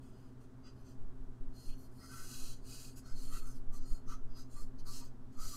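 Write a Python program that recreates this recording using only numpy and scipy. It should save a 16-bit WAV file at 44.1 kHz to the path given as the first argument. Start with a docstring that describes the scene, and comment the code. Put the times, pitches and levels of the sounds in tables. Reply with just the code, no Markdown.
"""A table in a room with a fan and mains hum: their rush, low tones and a faint whine last throughout.
A folded paper towel brushes a glass pane on a notebook, at first in short, mostly faint strokes.
Catching fibres make a grainy hiss and ring the pane; dragging fingers add a rasp of low modes.
From about one second the arm pushes slow puffs of air at the microphone.
Firmer wipes crowd together after two seconds, then quick strokes and rasps go on to the end."""
import sys
import numpy as np
from scipy import signal
from scipy.fft import rfft, irfft
from scipy.io import wavfile
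from scipy.ndimage import uniform_filter1d, map_coordinates

SR = 44100
rng = np.random.default_rng(int(sys.argv[2]) if len(sys.argv) > 2 else 0)


def transcribe(signal):
    """Save signal, clipped to [-1, 1], as a 16-bit WAV file at the path in sys.argv[1]."""
    frames = np.atleast_2d(signal).T
    limited = np.clip(frames, -1, 1)
    pcm = np.round(limited * 32767).astype(np.int16)
    wavfile.write(sys.argv[1], SR, pcm)


N = 245195
TIME = np.arange(N) / SR

FAN_DB, HISS_DB = -59, -80  # rms of the fan noise and of the microphone's self-noise
EDGE_HZ = 15700  # band limit of the recorder

# rise and fall times hold for a move of the typical length; longer moves start and stop more gently
EDGE_GROWTH, TYPICAL_S = 0.76, 0.14
# a positive arch is loudest in mid-move, a negative one dips there
STROKE_RISE_S, STROKE_FALL_S, STROKE_ARCH_DB = 0.024, 0.029, -1.5
CATCH_RISE_S, CATCH_FALL_S, CATCH_ARCH_DB = 0.058, 0.02, 4.5
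PUFF_RISE_S, PUFF_FALL_S, PUFF_ARCH_DB = 0.0092, 0.063, 0
# the room holds each stroke and catch briefly: level and time constant of the dying power
LINGER_DB, LINGER_S = -8, 0.015

# the pressure of the hand wavers; the embossed paper grips and lets go more quickly (dB rms, Hz)
FLUTTER_DB, FLUTTER_HZ = 0.32, 16.3
CHATTER_DB, CHATTER_HZ = 0.5, 41.8
LOADING, LOADING_HZ = 0.005, 5  # rms share by which the hand bends the upper modes, and how quickly
BITE_WIDTH_HZ = 740  # band that a pressed pad lifts
LIGHT_RING, FIRM_RING = 0.42, 0.1  # share of the hiss power that comes from the glass
LIGHT_STREAK_DB, FIRM_STREAK_DB = 6, 3  # depth of the narrow bands
RASP_WIDTH_HZ = 130  # group of modes that the rasp reaches
RASP_WANDER = 0.028  # rms share by which the pitch of the rasp wanders
CATCH_CLIMB = 0.067  # share by which the pitch of the rasp climbs within a catch
SLIDE_RASP_DB = -18.5  # rasp of smooth sliding, relative to the hiss
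STILL_AIR_DB, STILL_RUMBLE_DB = -54, -61.5  # air at the microphone between moves of the arm


def amp(db):
    """Decibels to gain."""
    return 10 ** (np.asarray(db) / 20)


def unit(x):
    """Scales to rms 1."""
    return x / np.sqrt(np.mean(x ** 2) + 1e-20)


def colour(x, points):
    """Filters by a gain curve of (Hz, dB) points joined on a log-frequency axis."""
    hz, db = np.transpose(points)
    bins = np.fft.rfftfreq(N, 1 / SR)
    curve_db = np.interp(np.log(bins + 1), np.log(hz + 1), db)
    return irfft(rfft(x) * amp(curve_db), N)


def drift(hz):
    """Slow chance of rms 1, fading out around the given rate."""
    bins = np.fft.rfftfreq(N, 1 / SR)
    spectrum = rfft(rng.standard_normal(N))
    return unit(irfft(spectrum * np.exp(-(bins / hz) ** 2), N))


def resonate(x, hz, width):
    """A resonance of gain 1 whose centre may move: shift to zero, smooth, shift back."""
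    turn = np.exp(2j * np.pi * np.cumsum(hz * np.ones(N)) / SR)
    r = np.exp(-np.pi * width / SR)
    smooth = signal.lfilter([1 - r], [1, -r], x / turn)
    return 2 * (turn * smooth).real


def band(x, low_hz, high_hz):
    """Keeps one band of a force."""
    sos = signal.butter(4, [low_hz, high_hz], "band", fs=SR, output="sos")
    return signal.sosfilt(sos, x)


def steadied(x, size=2205):
    """Holds the level over size samples at 1, so that a curve alone sets the loudness."""
    return x / np.sqrt(np.abs(uniform_filter1d(x ** 2, size)) + 1e-20)


def swells(rows, rise_s, fall_s, arch_db):
    """One envelope per (start, length) row: a soft start, an arched middle and a soft stop."""
    start, length = np.array(rows).T[:2, :, None]
    t = TIME - start
    gentle = (length / TYPICAL_S) ** EDGE_GROWTH
    opening = (1 + np.tanh(t / (rise_s * gentle))) / 2
    closing = (1 + np.tanh((length - t) / (fall_s * gentle))) / 2
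    off_centre = np.minimum(np.abs(2 * t / length - 1), 2)
    return opening * closing * amp(-arch_db * off_centre ** 2)


def level(shapes, db):
    """Envelopes, each at its own level, summed in power."""
    return np.sqrt(amp(db) ** 2 @ shapes ** 2)


def linger(gain):
    """Adds a faint dying tail to an envelope."""
    keep = np.exp(-1 / (LINGER_S * SR))
    tail_power = signal.lfilter([1 - keep], [1, -keep], (amp(LINGER_DB) * gain) ** 2)
    return np.sqrt(gain ** 2 + tail_power)


def room():
    """Fan noise, faintly wavering low tones and a high whine, and the even hiss of the microphone."""
    # Spectrum of the fan and the room. Each row: frequency in Hz, relative level in dB.
    fan_curve = [(20, 5), (75, 9), (105, 1.5), (150, -4.5), (220, 5.5), (310, -3.5), (380, 1), (520, -11),
                 (1100, -13), (1450, -16), (2000, -26), (4000, -60), (15500, -110)]
    # Steady low tones of mains and fan, and a faint high whine.
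    # Each row: frequency in Hz, level in dB rms.
    steady_tones = [(74, -71.5), (120.1, -60.5), (125.2, -68), (130.9, -67.5), (250.3, -67), (261.4, -68.5),
                    (264.8, -64.5), (375.5, -79), (392.3, -84), (626, -84), (654, -83), (8000, -99.5)]
    # Spectrum of the microphone's self-noise. Each row: frequency in Hz, relative level in dB.
    hiss_curve = [(100, 0.5), (3000, 1), (5000, -1), (7000, -2.5), (10000, -6), (13000, -9.5),
                  (15600, -11.5)]
    rush = amp(FAN_DB) * unit(colour(rng.standard_normal(N), fan_curve))
    tones = 0
    for hz, db in steady_tones:
        phase = 2 * np.pi * (hz * TIME + rng.random()) + 0.17 * drift(13.0)
        tones = tones + amp(db) * np.sqrt(2) * np.sin(phase)
    self_noise = amp(HISS_DB) * unit(colour(rng.standard_normal(N), hiss_curve))
    return rush + tones + self_noise


def strokes():
    """Strokes of the towel: a loose edge hisses brighter, a pressed pad bites in one band."""
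    # Each row: start in seconds, length in seconds, fibre hiss in dB, ring of the pane in dB,
    # gain of the top of the hiss in dB, gain of the bite in dB, centre of the bite in Hz.
    stroke_rows = [(0.02, 0.08, -77, -82.5, 0, -15, 4470), (0.11, 0.19, -80, -86, 3, 2, 4970),
                   (0.407, 0.051, -79, -87, 5, 0, 5000), (0.646, 0.056, -65.5, -75, -7, 9, 4930),
                   (0.765, 0.069, -80, -87, 7, 9, 4750), (0.855, 0.072, -71.5, -83, -2, 1, 6600),
                   (1.563, 0.17, -63.5, -81, 10, 12, 4600), (1.681, 0.061, -80, -71.5, 10, 11, 4300),
                   (1.78, 0.085, -70, -92, 10.5, 19, 13000), (1.913, 0.074, -78, -95, 15, 8, 4660),
                   (2.004, 0.33, -62, -93, -0.5, -4.5, 3870), (2.13, 0.28, -58, -73.5, 5, -0.5, 4840),
                   (2.307, 0.22, -54.5, -67.5, 2.5, 4, 4200), (2.672, 0.22, -56.5, -70, 2, 6, 4800),
                   (2.963, 0.037, -59.5, -79, 0.5, -8, 4300), (3.052, 0.093, -65.5, -87, -1, 2, 5100),
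                   (3.16, 0.099, -60, -92, 2.5, 6, 4800), (3.233, 0.14, -61.5, -77, 4, -5, 4560),
                   (3.325, 0.071, -55, -65.5, 4, 11, 4100), (3.41, 0.049, -67, -90, 5, -5, 4500),
                   (3.457, 0.072, -62.5, -101, 9, 8, 5230), (3.543, 0.039, -68.5, -83, 7, 8, 5000),
                   (3.734, 0.052, -62, -86, 5.5, 2, 4900), (3.807, 0.04, -70.5, -100, -27, -5, 4300),
                   (3.85, 0.12, -64.5, -90, 5.5, 5.5, 6900), (4.084, 0.066, -60.5, -79, -2, 1, 4850),
                   (4.303, 0.089, -76, -86, 5, 14, 4900), (4.358, 0.068, -61, -83, -2, -3, 4300),
                   (4.511, 0.068, -66, -85, 4.5, -2, 4440), (4.569, 0.069, -62, -97, 7, 6, 4840),
                   (4.787, 0.023, -65, -78, 7, 21, 4620), (4.867, 0.051, -55.5, -96, 7.5, 14, 4400),
                   (4.916, 0.09, -53.5, -71, 3, 6, 4560), (4.998, 0.079, -66, -82, 4, 6.5, 4760),
                   (5.323, 0.037, -75, -87, 4, 8, 4750), (5.405, 0.16, -52.5, -75.5, 2.5, 5, 4530)]
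    _, _, hiss_db, ring_db, top_db, bite_db, bite_hz = np.transpose(stroke_rows)
    shapes = swells(stroke_rows, STROKE_RISE_S, STROKE_FALL_S, arch_db=STROKE_ARCH_DB)
    weight = (shapes + 1e-9) / (shapes + 1e-9).sum(0)  # each stroke's share of the moment
    rub = linger(level(shapes, hiss_db))
    ring = linger(level(shapes, ring_db))
    return rub, ring, amp(top_db @ weight), amp(bite_db @ weight), bite_hz @ weight, weight


def catches():
    """Pressed fingers catch on the glass and rasp, climbing in pitch as they gather speed."""
    # Each row: start in seconds, length in seconds, rasp in dB, centre in Hz,
    # ring near 2 kHz in dB.
    catch_rows = [(0.643, 0.053, -67, 1340, -74), (2.003, 0.068, -62.5, 1380, -68),
                  (2.089, 0.092, -56.5, 1410, -70.5), (2.137, 0.12, -58, 1500, -68.5),
                  (2.257, 0.13, -66.5, 1470, -76), (2.4, 0.059, -68, 1320, -93),
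                  (3.037, 0.1, -66, 1493, -93), (3.313, 0.071, -54, 1320, -65.5),
                  (3.385, 0.14, -65, 1370, -86), (3.72, 0.053, -63, 1095, -76),
                  (3.817, 0.18, -73, 1310, -85), (4.087, 0.066, -51.5, 1276, -70),
                  (4.358, 0.055, -67, 1310, -102), (4.557, 0.057, -60, 1220, -72),
                  (4.859, 0.064, -58.5, 1206, -77), (5.005, 0.038, -61.5, 940, -87),
                  (5.376, 0.094, -55.5, 1257, -83), (5.508, 0.062, -57, 1180, -82)]
    start, length, db, hz, upper_db = np.transpose(catch_rows)
    shapes = swells(catch_rows, CATCH_RISE_S, CATCH_FALL_S, arch_db=CATCH_ARCH_DB)
    progress = np.clip((TIME - start[:, None]) / length[:, None], 0, 1) - 0.5
    climbing_hz = hz[:, None] * (1 + CATCH_CLIMB * progress)
    rasp_hz = np.average(climbing_hz, axis=0, weights=shapes + 1e-9)
    return linger(level(shapes, db)), linger(level(shapes, upper_db)), rasp_hz


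def slips(per_s, spread_db):
    """Tiny releases of paper fibres, of random size and sign."""
    size = amp(spread_db * np.minimum(rng.exponential(1, N), 4))
    happens = rng.random(N) < per_s / SR
    return unit(size * rng.standard_normal(N) * happens)


def pane_response():
    """Frequency response of the glass: a sum of steep-sided modes."""
    # Resonances of the pane on its notebook.
    # Each row: frequency in Hz, width in Hz (6 dB down), relative level in dB.
    pane_modes = [(965, 83, 3.5), (1171, 34, 9.5), (1275.6, 27, 9.5), (1347, 29, 8.5), (1443, 42, -2.5),
                  (1511.5, 53, 7.5), (1925, 31, 9.5), (2121, 28, 9), (2527, 62, 7.5), (2740, 30, 5),
                  (2923, 45, 3), (3098, 39, 7.5), (3363, 61, 7), (4285, 34, 11.5), (4610, 34, 3.5),
                  (4770, 31, 6.5), (4950, 43, 5), (5075, 28, 4), (5180, 15, -6), (6090, 23, 9.5),
                  (6320, 22, 9.5), (6540, 55, -0.5), (6960, 100, -1), (8750, 160, -1.5)]
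    bins = np.fft.rfftfreq(N, 1 / SR)
    return sum(amp(db) / (1 + 2j * (bins - hz) / width) ** 2 for hz, width, db in pane_modes)


def loaded(x):
    """The travelling weight of the hand shifts the ring of the pane up and down."""
    offset = np.cumsum(LOADING * drift(LOADING_HZ))
    return map_coordinates(x, [np.arange(N) + offset], order=3, mode="mirror")


def streaked(x, weight, depth_db, bins_wide=3):
    """Streaks x with narrow bands, raised or lowered by chance, that change from stroke to stroke."""
    _, t, z = signal.stft(x, SR, nperseg=1024, noverlap=768)
    chance = rng.standard_normal((len(weight), len(z)))
    patterns = unit(uniform_filter1d(chance, bins_wide, axis=1))
    frames = np.minimum(t * SR, N - 1).astype(int)
    bands = patterns.T @ np.sqrt(weight[:, frames])
    gain = amp(np.interp(t, TIME, depth_db) * np.minimum(bands, 2))
    gain /= np.sqrt(np.mean(gain ** 2, axis=0))
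    return signal.istft(z * gain, SR, nperseg=1024, noverlap=768)[1][:N]


def towel():
    """Slipping fibres hiss and ring the pane; narrow bands streak faint strokes more deeply."""
    # Spectrum of sliding paper. Each row: frequency in Hz, relative level in dB.
    paper_curve = [(600, -14), (1700, -13), (2300, -16), (3000, -13), (3650, -15.5), (3950, -0.5),
                   (4350, -2.5), (4900, -1.5), (5600, -3), (6000, 1.5), (7300, -0.5), (10500, -8),
                   (13000, -8), (15600, -19)]
    rub, ring, top_gain, bite_gain, bite_hz, weight = strokes()
    catch, overtone, rasp_hz = catches()
    # 0 for hiss below -64 dB, 1 above -56 dB
    firmness = np.clip((20 * np.log10(rub + 1e-9) + 64) / 8, 0, 1)
    response = pane_response()

    def glass(force):
        return steadied(irfft(rfft(force) * response, N))

    # hiss: the paper itself, mixed with the treble of the glass
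    fibres = steadied(colour(slips(per_s=28000, spread_db=1.5), paper_curve))
    sheen_force = band(slips(per_s=9600, spread_db=3.5), low_hz=4140, high_hz=9400)
    sheen = loaded(glass(sheen_force))
    share = np.clip(LIGHT_RING + (FIRM_RING - LIGHT_RING) * firmness, 0, 1)
    hiss = np.sqrt(1 - share) * fibres + np.sqrt(share) * sheen
    top = colour(hiss, [(5000, -37), (7000, -8.0), (10000, 0.0)])
    bite = resonate(hiss, bite_hz, width=BITE_WIDTH_HZ)
    hiss = hiss + (top_gain - 1) * top + (bite_gain - 1) * bite
    streak_db = LIGHT_STREAK_DB + (FIRM_STREAK_DB - LIGHT_STREAK_DB) * firmness
    hiss = steadied(streaked(hiss, weight, depth_db=streak_db), size=882)

    # ring: the middle modes of the pane
    ring_force = band(slips(per_s=5900, spread_db=2.0), low_hz=2530, high_hz=3296)
    ringing = streaked(loaded(glass(ring_force)), weight, depth_db=np.full(N, 4.0))
    ringing = steadied(ringing)

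    # the drag of the fingers picks out a moving group of low modes, and at times those above
    drag = slips(per_s=5800, spread_db=3.5)
    wandering_hz = rasp_hz * (1 + RASP_WANDER * drift(FLUTTER_HZ))
    rasp = glass(resonate(drag, wandering_hz, width=RASP_WIDTH_HZ))
    upper = glass(band(drag, low_hz=1882, high_hz=2090))
    rasp_gain = np.hypot(catch, amp(SLIDE_RASP_DB) * rub)

    pressure = amp(FLUTTER_DB * drift(FLUTTER_HZ) + CHATTER_DB * drift(CHATTER_HZ))
    return pressure * (rub * hiss + ring * ringing + rasp_gain * rasp + overtone * upper)


def moving_air(spectrum, size):
    """Coloured noise at the microphone, of even strength over size samples."""
    z = signal.hilbert(colour(rng.standard_normal(N), spectrum))
    return unit(z.real / np.sqrt(uniform_filter1d(np.abs(z) ** 2, size)))


def draught():
    """Slow pressure swings and a low rumble at the microphone as the arm moves."""
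    # Air pushed by the arm. Each row: start in seconds, length in seconds, slow swing in dB,
    # rumble in dB.
    puff_rows = [(0.977, 0.16, -34.5, -47), (1.206, 0.084, -31.5, -51.5), (1.403, 0.12, -35.5, -45.5),
                 (1.661, 0.094, -34, -47.5), (1.855, 0.061, -43.5, -52), (2.182, 0.091, -40, -72),
                 (2.359, 0.23, -35, -53), (2.6, 0.94, -53.5, -54.5), (3.119, 0.23, -31, -46),
                 (3.331, 0.22, -32, -44), (3.564, 0.15, -34.5, -66), (3.673, 0.23, -30.5, -52.5),
                 (3.916, 0.058, -26, -45.5), (4.056, 0.27, -32, -45.5), (4.262, 0.19, -38.5, -59),
                 (4.544, 0.15, -31.5, -51), (4.754, 0.31, -34, -53), (5.09, 0.23, -45, -63),
                 (5.366, 0.13, -32, -42)]
    # Spectrum of the slow swings. Each row: frequency in Hz, relative level in dB.
    swing_curve = [(2, -20), (6, 0), (9, -6), (16, -14), (24, -32), (48, -60), (200, -100)]
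    # Spectrum of the rumble of eddies. Each row: frequency in Hz, relative level in dB.
    eddy_curve = [(8, -32), (18, 5), (26, 7), (33, -6), (48, -20.5), (90, -35), (200, -80), (600, -107)]
    _, _, swing_db, rumble_db = np.transpose(puff_rows)
    shapes = swells(puff_rows, PUFF_RISE_S, PUFF_FALL_S, arch_db=PUFF_ARCH_DB)
    swing_gain = np.hypot(level(shapes, swing_db), amp(STILL_AIR_DB))
    rumble_gain = np.hypot(level(shapes, rumble_db), amp(STILL_RUMBLE_DB))
    swings = swing_gain * moving_air(swing_curve, size=6615)
    return swings + rumble_gain * moving_air(eddy_curve, size=4410)


def scene():
    """Room, towel on glass and moving air at one microphone."""
    return (room() + towel() + draught())[None]


def record(dry):
    """The band limit of the recorder: a steep low-pass."""
    low_pass = signal.firwin(511, EDGE_HZ, window=("kaiser", 9), fs=SR)
    return signal.oaconvolve(dry, low_pass[None], "same")


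dry = scene()
out = record(dry)
transcribe(out)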